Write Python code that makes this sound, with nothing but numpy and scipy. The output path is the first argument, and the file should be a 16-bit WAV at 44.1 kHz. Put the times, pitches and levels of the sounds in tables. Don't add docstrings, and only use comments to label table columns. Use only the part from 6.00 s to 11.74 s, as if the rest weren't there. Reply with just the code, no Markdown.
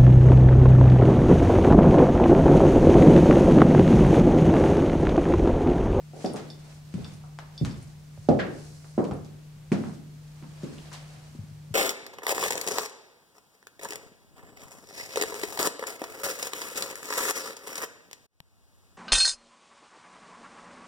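import sys
import numpy as np
from scipy import signal
from scipy.fft import rfft, irfft
from scipy.io import wavfile
from scipy.ndimage import map_coordinates

SR = 44100
rng = np.random.default_rng(int(sys.argv[2]) if len(sys.argv) > 2 else 0)


def invert_db(level):
    return 10 ** (np.asarray(level, dtype=float) / 20)


def waveform_to_disk(signal):
    frames = np.transpose(np.atleast_2d(signal))
    scaled = np.clip(frames, -1, 1) * 32767
    samples = np.round(scaled).astype(np.int16)
    wavfile.write(sys.argv[1], SR, samples)


N = 253134
ROOM_RING = 26000

# (pitch [Hz], level [dB])
HUM_TONES = [(150.6, -46), (15622, -100)]
# (frequency [Hz], level per Hz [dB])
AIR_COLOUR = [(20, -44), (60, 9.5), (105, 12), (140, 9.5), (200, 1), (340, -5), (1300, -13), (3000, -15.5),
              (6900, -19), (12400, -25.5), (15700, -30.5)]
# (frequency [Hz], likeness [0-1])
AIR_LIKENESS = [(30, 0.85), (100, 0.9), (300, 0.2), (3000, 0.17), (10500, 0.1), (12300, 0.95)]
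# (frequency [Hz], time to fall 60 dB [s])
ROOM_DECAY = [(60, 1), (150, 0.64), (400, 0.65), (1500, 0.48), (4000, 0.33), (10000, 0.19)]
# (frequency [Hz], likeness [0-1])
ROOM_LIKENESS = [(80, 0.88), (170, 0.53), (270, 0.27), (600, 0.46), (2000, 0.028), (10500, 0.39),
                 (12500, 0.29)]
# (delay [s], level [dB])
WALL_ECHO = (.0052, -8.5)
# (time [s], left over right [dB])
WALK_PATH = [(0.0, 2), (1.69, 2.5), (1.95, 7), (2.1, -5), (2.86, -4.5), (5.74, 5.5)]

# (time [s], peak level [dB], deep ring [dB], high knock [dB])
CAMERA_BUMPS = [
    (2.178, -53.5, 17, -29),
    (5.387, -39.5, 8.5, -29),
    (5.435, -43.5, -8, -27),
    (5.508, -47.5, 6, -24),
    (5.706, -42, 9.5, -20),
]
# (pitch [Hz], width [Hz])
CASING_MODES = [(181, 138), (104.6, 42), (374, 660)]

# (middle [s], length [s], cloth level [dB], sole drag level [dB])
LEG_SWINGS = [(0.237, 0.1, -56.5, -59), (0.355, 0.31, -62.5, -52), (0.708, 0.15, -63, -57),
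              (1.05, 0.24, -61, -53.5), (1.723, 0.29, -62.5, -57.5), (2.334, 0.38, -67, -74),
              (2.47, .2, -90, -58), (2.626, 0.16, -61, -61), (2.78, 0.28, -62.5, -72),
              (3.065, 0.28, -69, -77), (3.847, 0.17, -60, -54), (4.48, 0.51, -72.5, -66),
              (4.777, 0.38, -63.5, -55), (5.14, 0.43, -65.5, -57)]
# (frequency [Hz], level per Hz [dB])
CLOTH_COLOUR = [(2500, -81), (4000, 0), (5500, 1.5), (8000, -1.5), (11000, -8.5), (15500, -42)]
# (frequency [Hz], level per Hz [dB])
SCUFF_COLOUR = [(250, 0), (600, 8), (1200, 1), (2500, -0.5), (4500, -4.5), (8000, -27)]

# (time [s], peak level [dB], pitch [Hz], width [Hz], room level [dB])
HARD_KNOCKS = [(0.2605, -43, 4900, 2200, -6), (0.502, -60, 5000, 2600, -6), (0.94, -33, 190, 89, 5),
               (1.0446, -46, 2700, 500, -4), (1.5784, -44, 4900, 2200, -6), (2.176, -43.5, 560, 300, -17),
               (2.295, -22.5, 530, 220, 7), (2.982, -31, 940, 477, 8), (5.35, -38, 250, 108, -13),
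               (2.2897, -28.5, 4600, 2500, -21), (2.3905, -30, 1660, 600, 11),
               (3.7172, -16.5, 219, 91, -2), (3.7195, -25, 2200, 900, -5), (3.725, -35, 647, 250, 8),
               (4.7834, -38.5, 3020, 1200, -2)]

# (time [s], peak level [dB], favoured pitch [octaves over main mode], focus [dB/octave^2])
BUCKLE_CHINKS = [
    (0.2602, -42, -.05, 42),
    (0.3357, -41.5, 1, 29),
    (0.502, -48.5, -0.097, 15),
    (1.0452, -51, -0.52, 5),
    (1.1393, -55, 0.97, 20),
    (1.5782, -46, -.15, 16),
    (1.7104, -53.5, -.22, 56),
    (1.827, -51, 0.92, 20),
    (3.1364, -54, 1, 24),
    (3.257, -74, .1, 6),
]
# (pitch [Hz], width [Hz])
BUCKLE_MODES = [(5350, 120), (3550, 50), (4640, 110), (9320, 420)]

# (time [s], peak level [dB], favoured pitch [octaves over main mode], focus [dB/octave^2],
# room level [dB])
SOLE_SLAPS = [(0.2475, -36.5, -0.42, 0, -2), (0.3606, -37.5, 0.94, 0.7, 2.5),
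              (0.9404, -42.5, 1.4, -1.5, -6), (1.0524, -37.5, -1.45, 11, -9), (1.3882, -31, -0.36, 1.5, -7),
              (1.6492, -30, 0.97, 0.8, -4), (2.2874, -39, 0.93, -4.5, 2), (2.391, -31, 0.22, 5.5, 6.5),
              (2.9796, -49, -1.2, 0.5, 3), (3.0424, -39.5, 1.3, -3, -5.5), (3.0514, -44, .6, 12, -2),
              (3.1118, -35, -0.49, 2, -5.5), (3.7184, -35, -0.59, 0.5, 4.5), (4.4253, -42.5, -1.2, 4, -4.5),
              (4.6331, -46, 1.9, 0.5, 3), (4.9174, -41, -0.71, 1, 1.5), (4.9297, -34, 1.65, 3.5, 1)]
# (time [s], peak level [dB], favoured pitch [octaves over main mode])
TREAD_TICKS = [
    (1.258, -57, -1.1),
    (2.8446, -46.5, -0.25),
    (3.2476, -45, 1.6),
    (3.8384, -34, -1.46),
    (3.895, -44, -0.9),
    (3.938, -45, 1.8),
    (4.2784, -52, 1.3),
]
# (pitch [Hz], width [Hz])
RUBBER_MODES = [(1550, 2230), (836, 1380), (3400, 4200), (7040, 7000)]

# (time [s], peak level [dB], favoured pitch [octaves over main board], focus [dB/octave^2],
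# joist level [dB])
HEEL_BLOWS = [(0.134, -42, 1.36, 7.5, -22), (0.243, -22, 1.12, 6.5, -30), (0.341, -31, 1.2, 3.5, -32),
              (0.939, -31.5, 0.02, 16, 1), (0.978, -41, .9, 4, -14), (1.238, -48, 2.5, 7.5, -16),
              (1.611, -24, 0.09, 9, -0.5), (2.287, -10, 1.08, 6.5, -15.5), (2.842, -54, 1.7, 11, -16),
              (2.978, -17, 0.95, 6.5, -40), (3.11, -32.5, 0.77, 1, -1), (3.717, -18, 0.19, 7.5, -48),
              (4.423, -39.5, -0.35, 5.5, -32), (4.633, -28, .5, 18, -22)]
# (time [s], peak level [dB])
HEEL_SHUFFLE = [
    (0.163, -39),
    (0.19, -40.5),
    (0.215, -64),
    (0.642, -54),
]
# (pitch [Hz], width [Hz])
FLOOR_MODES = [(172.8, 167), (106, 136), (301, 305), (522, 610), (795, 385), (1220, 480)]


def along(points, hz):
    f, v = np.transpose(points)
    return np.interp(np.log(hz + 1), np.log(f + 1), v)


def unit(x):
    return x / np.sqrt(np.mean(x ** 2) + 1e-20)


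def wobble(rate):
    knots = rng.standard_normal(int(N * rate / SR) + 4)
    return map_coordinates(knots, [np.arange(N) * rate / SR])


def stereo_noise(count, likeness, gain):
    hz, t, z = signal.stft(rng.standard_normal((2, count)), SR, nperseg=512)
    turn = np.arccos(np.clip(along(likeness, hz), -1, 1))[:, None] / 2
    mid = z[0] * np.cos(turn)
    side = z[1] * np.sin(turn)
    shaped = np.array([mid + side, mid - side]) * gain(hz[:, None], t)
    return signal.istft(shaped, SR, nperseg=512)[1][:, :count]


def room_answer(early_db):
    rise_s, early_t60 = 0.0043, 0.082
    t = np.arange(ROOM_RING) / SR
    tail = stereo_noise(ROOM_RING, ROOM_LIKENESS, lambda hz, s: invert_db(-60 * s / along(ROOM_DECAY, hz)))
    build_up = 1 - np.exp(-(t / rise_s) ** 2)
    early = 1 + invert_db(early_db - 60 * t / early_t60)
    tail = tail * build_up * early
    return tail / np.sqrt(np.sum(tail ** 2) / 2)


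def mode_rings(modes, order, soft_hz):
    f = np.fft.rfftfreq(8192, 1 / SR)
    contact = 1 / (1 + 1.4j * f / soft_hz - (f / soft_hz) ** 2) ** 2
    rings = [irfft(contact * (1j * f * w / (c * c - f * f + 1j * f * w)) ** order) for c, w in modes]
    rank = np.argsort(np.argsort(np.transpose(modes)[0]))
    return [(-1.) ** (k - rank[0]) * r / np.abs(r).max() for k, r in zip(rank, rings)]


def struck(events, modes, room_db, early_db, smear, order, soft_hz):
    out = np.zeros((2, N + 2 * ROOM_RING))
    t = np.arange(512) / SR
    rings = mode_rings(modes, order, soft_hz)
    for s, db, *others in events:
        blow = invert_db(db) * sum(invert_db(d) * r for d, r in zip([0, *others], rings))
        far_db = sum(others[len(modes) - 1:])
        grit = np.exp(-t / smear) * rng.standard_normal(len(t))
        lean = np.interp(s, *np.transpose(WALK_PATH)) / 2
        for delay, wall_db in [(0, 0), WALL_ECHO]:
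            near = blow
            if smear > 1 / SR:
                near = np.convolve(blow, grit / np.linalg.norm(grit))
            sides = invert_db([[wall_db + lean], [wall_db - lean]])
            out[:, round((s + delay) * SR):][:, :len(near)] += near * sides
            grit = grit * np.sign(np.sin(np.arange(len(t)) ** 2))
        reply = signal.fftconvolve(blow[None], room_answer(early_db), axes=1)
        out[:, round(s * SR):][:, :reply.shape[1]] += invert_db(room_db + far_db) * reply
    return out[:, :N]


def favoured(events, modes):
    octaves = np.log2(np.transpose(modes)[0] / modes[0][0])
    rows = []
    for s, db, centre, focus_db, *rest in events:
        fall = np.abs(focus_db) * (octaves - centre) ** 2
        rows.append((s, db - fall[0], *(fall[0] - fall[1:]), *rest))
    return rows


def room_tone():
    def surge(hz, t):
        swell = wobble(3.55)[np.minimum((t * SR).astype(int), N - 1)]
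        return invert_db(along(AIR_COLOUR, hz) + 0.2 * (hz < 130) * swell)
    return invert_db(-53.5) * unit(stereo_noise(N, AIR_LIKENESS, surge))


def hum():
    t = np.arange(N) / SR
    swell_db = 0.8 * wobble(6)
    drift = 0.1 * wobble(5)
    tones = sum(invert_db(db + 3 + swell_db) * np.sin(2 * np.pi * hz * t + drift) for hz, db in HUM_TONES)
    return tones * invert_db([[.6], [-.6]])


def handling():
    return struck(CAMERA_BUMPS, CASING_MODES, room_db=-12, early_db=3, smear=1e-6, order=3, soft_hz=1010)


def rubbing(colour):
    noise = stereo_noise(N, ROOM_LIKENESS, lambda hz, t: invert_db(along(colour, hz)))
    lumps_db = wobble(50) + wobble(220)
    return unit(noise * invert_db(lumps_db))


def clothes():
    s, length, cloth_db, scuff_db = np.transpose(LEG_SWINGS)[:, :, None]
    fade_db = 6 * (2 * (np.arange(N) / SR - s) / length) ** 2
    cloth = invert_db(-71) + invert_db(cloth_db - fade_db).sum(axis=0)
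    scuff = invert_db(-71.5) + invert_db(scuff_db - fade_db).sum(axis=0)
    return cloth * rubbing(CLOTH_COLOUR) + invert_db(-1.5) * scuff * rubbing(SCUFF_COLOUR)


def knocks():
    total = np.zeros((2, N))
    for s, db, hz, width, room_db in HARD_KNOCKS:
        total -= struck([(s, db, room_db)], [(hz, width)], room_db=1.0, early_db=-1, smear=1e-6,
                        order=2, soft_hz=12100)
    return total


def buckles():
    room_db = -1.5
    chinks = favoured([(*chink, room_db) for chink in BUCKLE_CHINKS], BUCKLE_MODES)
    return invert_db(9.5) * struck(chinks, BUCKLE_MODES, room_db=-0.5, early_db=-4, smear=1e-6,
                             order=1, soft_hz=13000)


def soles():
    focus_db, room_db = -10.5, -3.5
    treads = SOLE_SLAPS + [(*tick, focus_db, room_db) for tick in TREAD_TICKS]
    return invert_db(3.5) * struck(favoured(treads, RUBBER_MODES), RUBBER_MODES, room_db=6.5, early_db=-5.5,
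                             smear=0.00069, order=2, soft_hz=13500)


def heel_blows():
    octave, focus_db, shuffle_joist_db = 1.26, 16, -35
    boards = FLOOR_MODES[:1] + FLOOR_MODES[2:]
    blows = HEEL_BLOWS + [(s, db, octave, focus_db, shuffle_joist_db) for s, db in HEEL_SHUFFLE]
    rows = []
    for blow, (s, db, *upper, joist_db) in zip(blows, favoured(blows, boards)):
        rows.append((s, db, joist_db + blow[1] - db, *upper))
    return rows


def heels():
    return -invert_db(-1.0) * struck(heel_blows(), FLOOR_MODES, room_db=2.5, early_db=2.5, smear=1e-6,
                               order=3, soft_hz=1390)


def scene():
    background = room_tone() + hum() + handling()
    boots = buckles() + soles() + heels()
    return background + clothes() + knocks() + boots


def low_pass(x):
    return signal.sosfilt(signal.butter(12, 16320, fs=SR, output="sos"), x)


def record(dry):
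    top_hz = 15780
    kept = irfft(rfft(dry) * (np.fft.rfftfreq(N, 1 / SR) < top_hz), N)
    return low_pass(kept)


dry = scene()
out = record(dry)
waveform_to_disk(out)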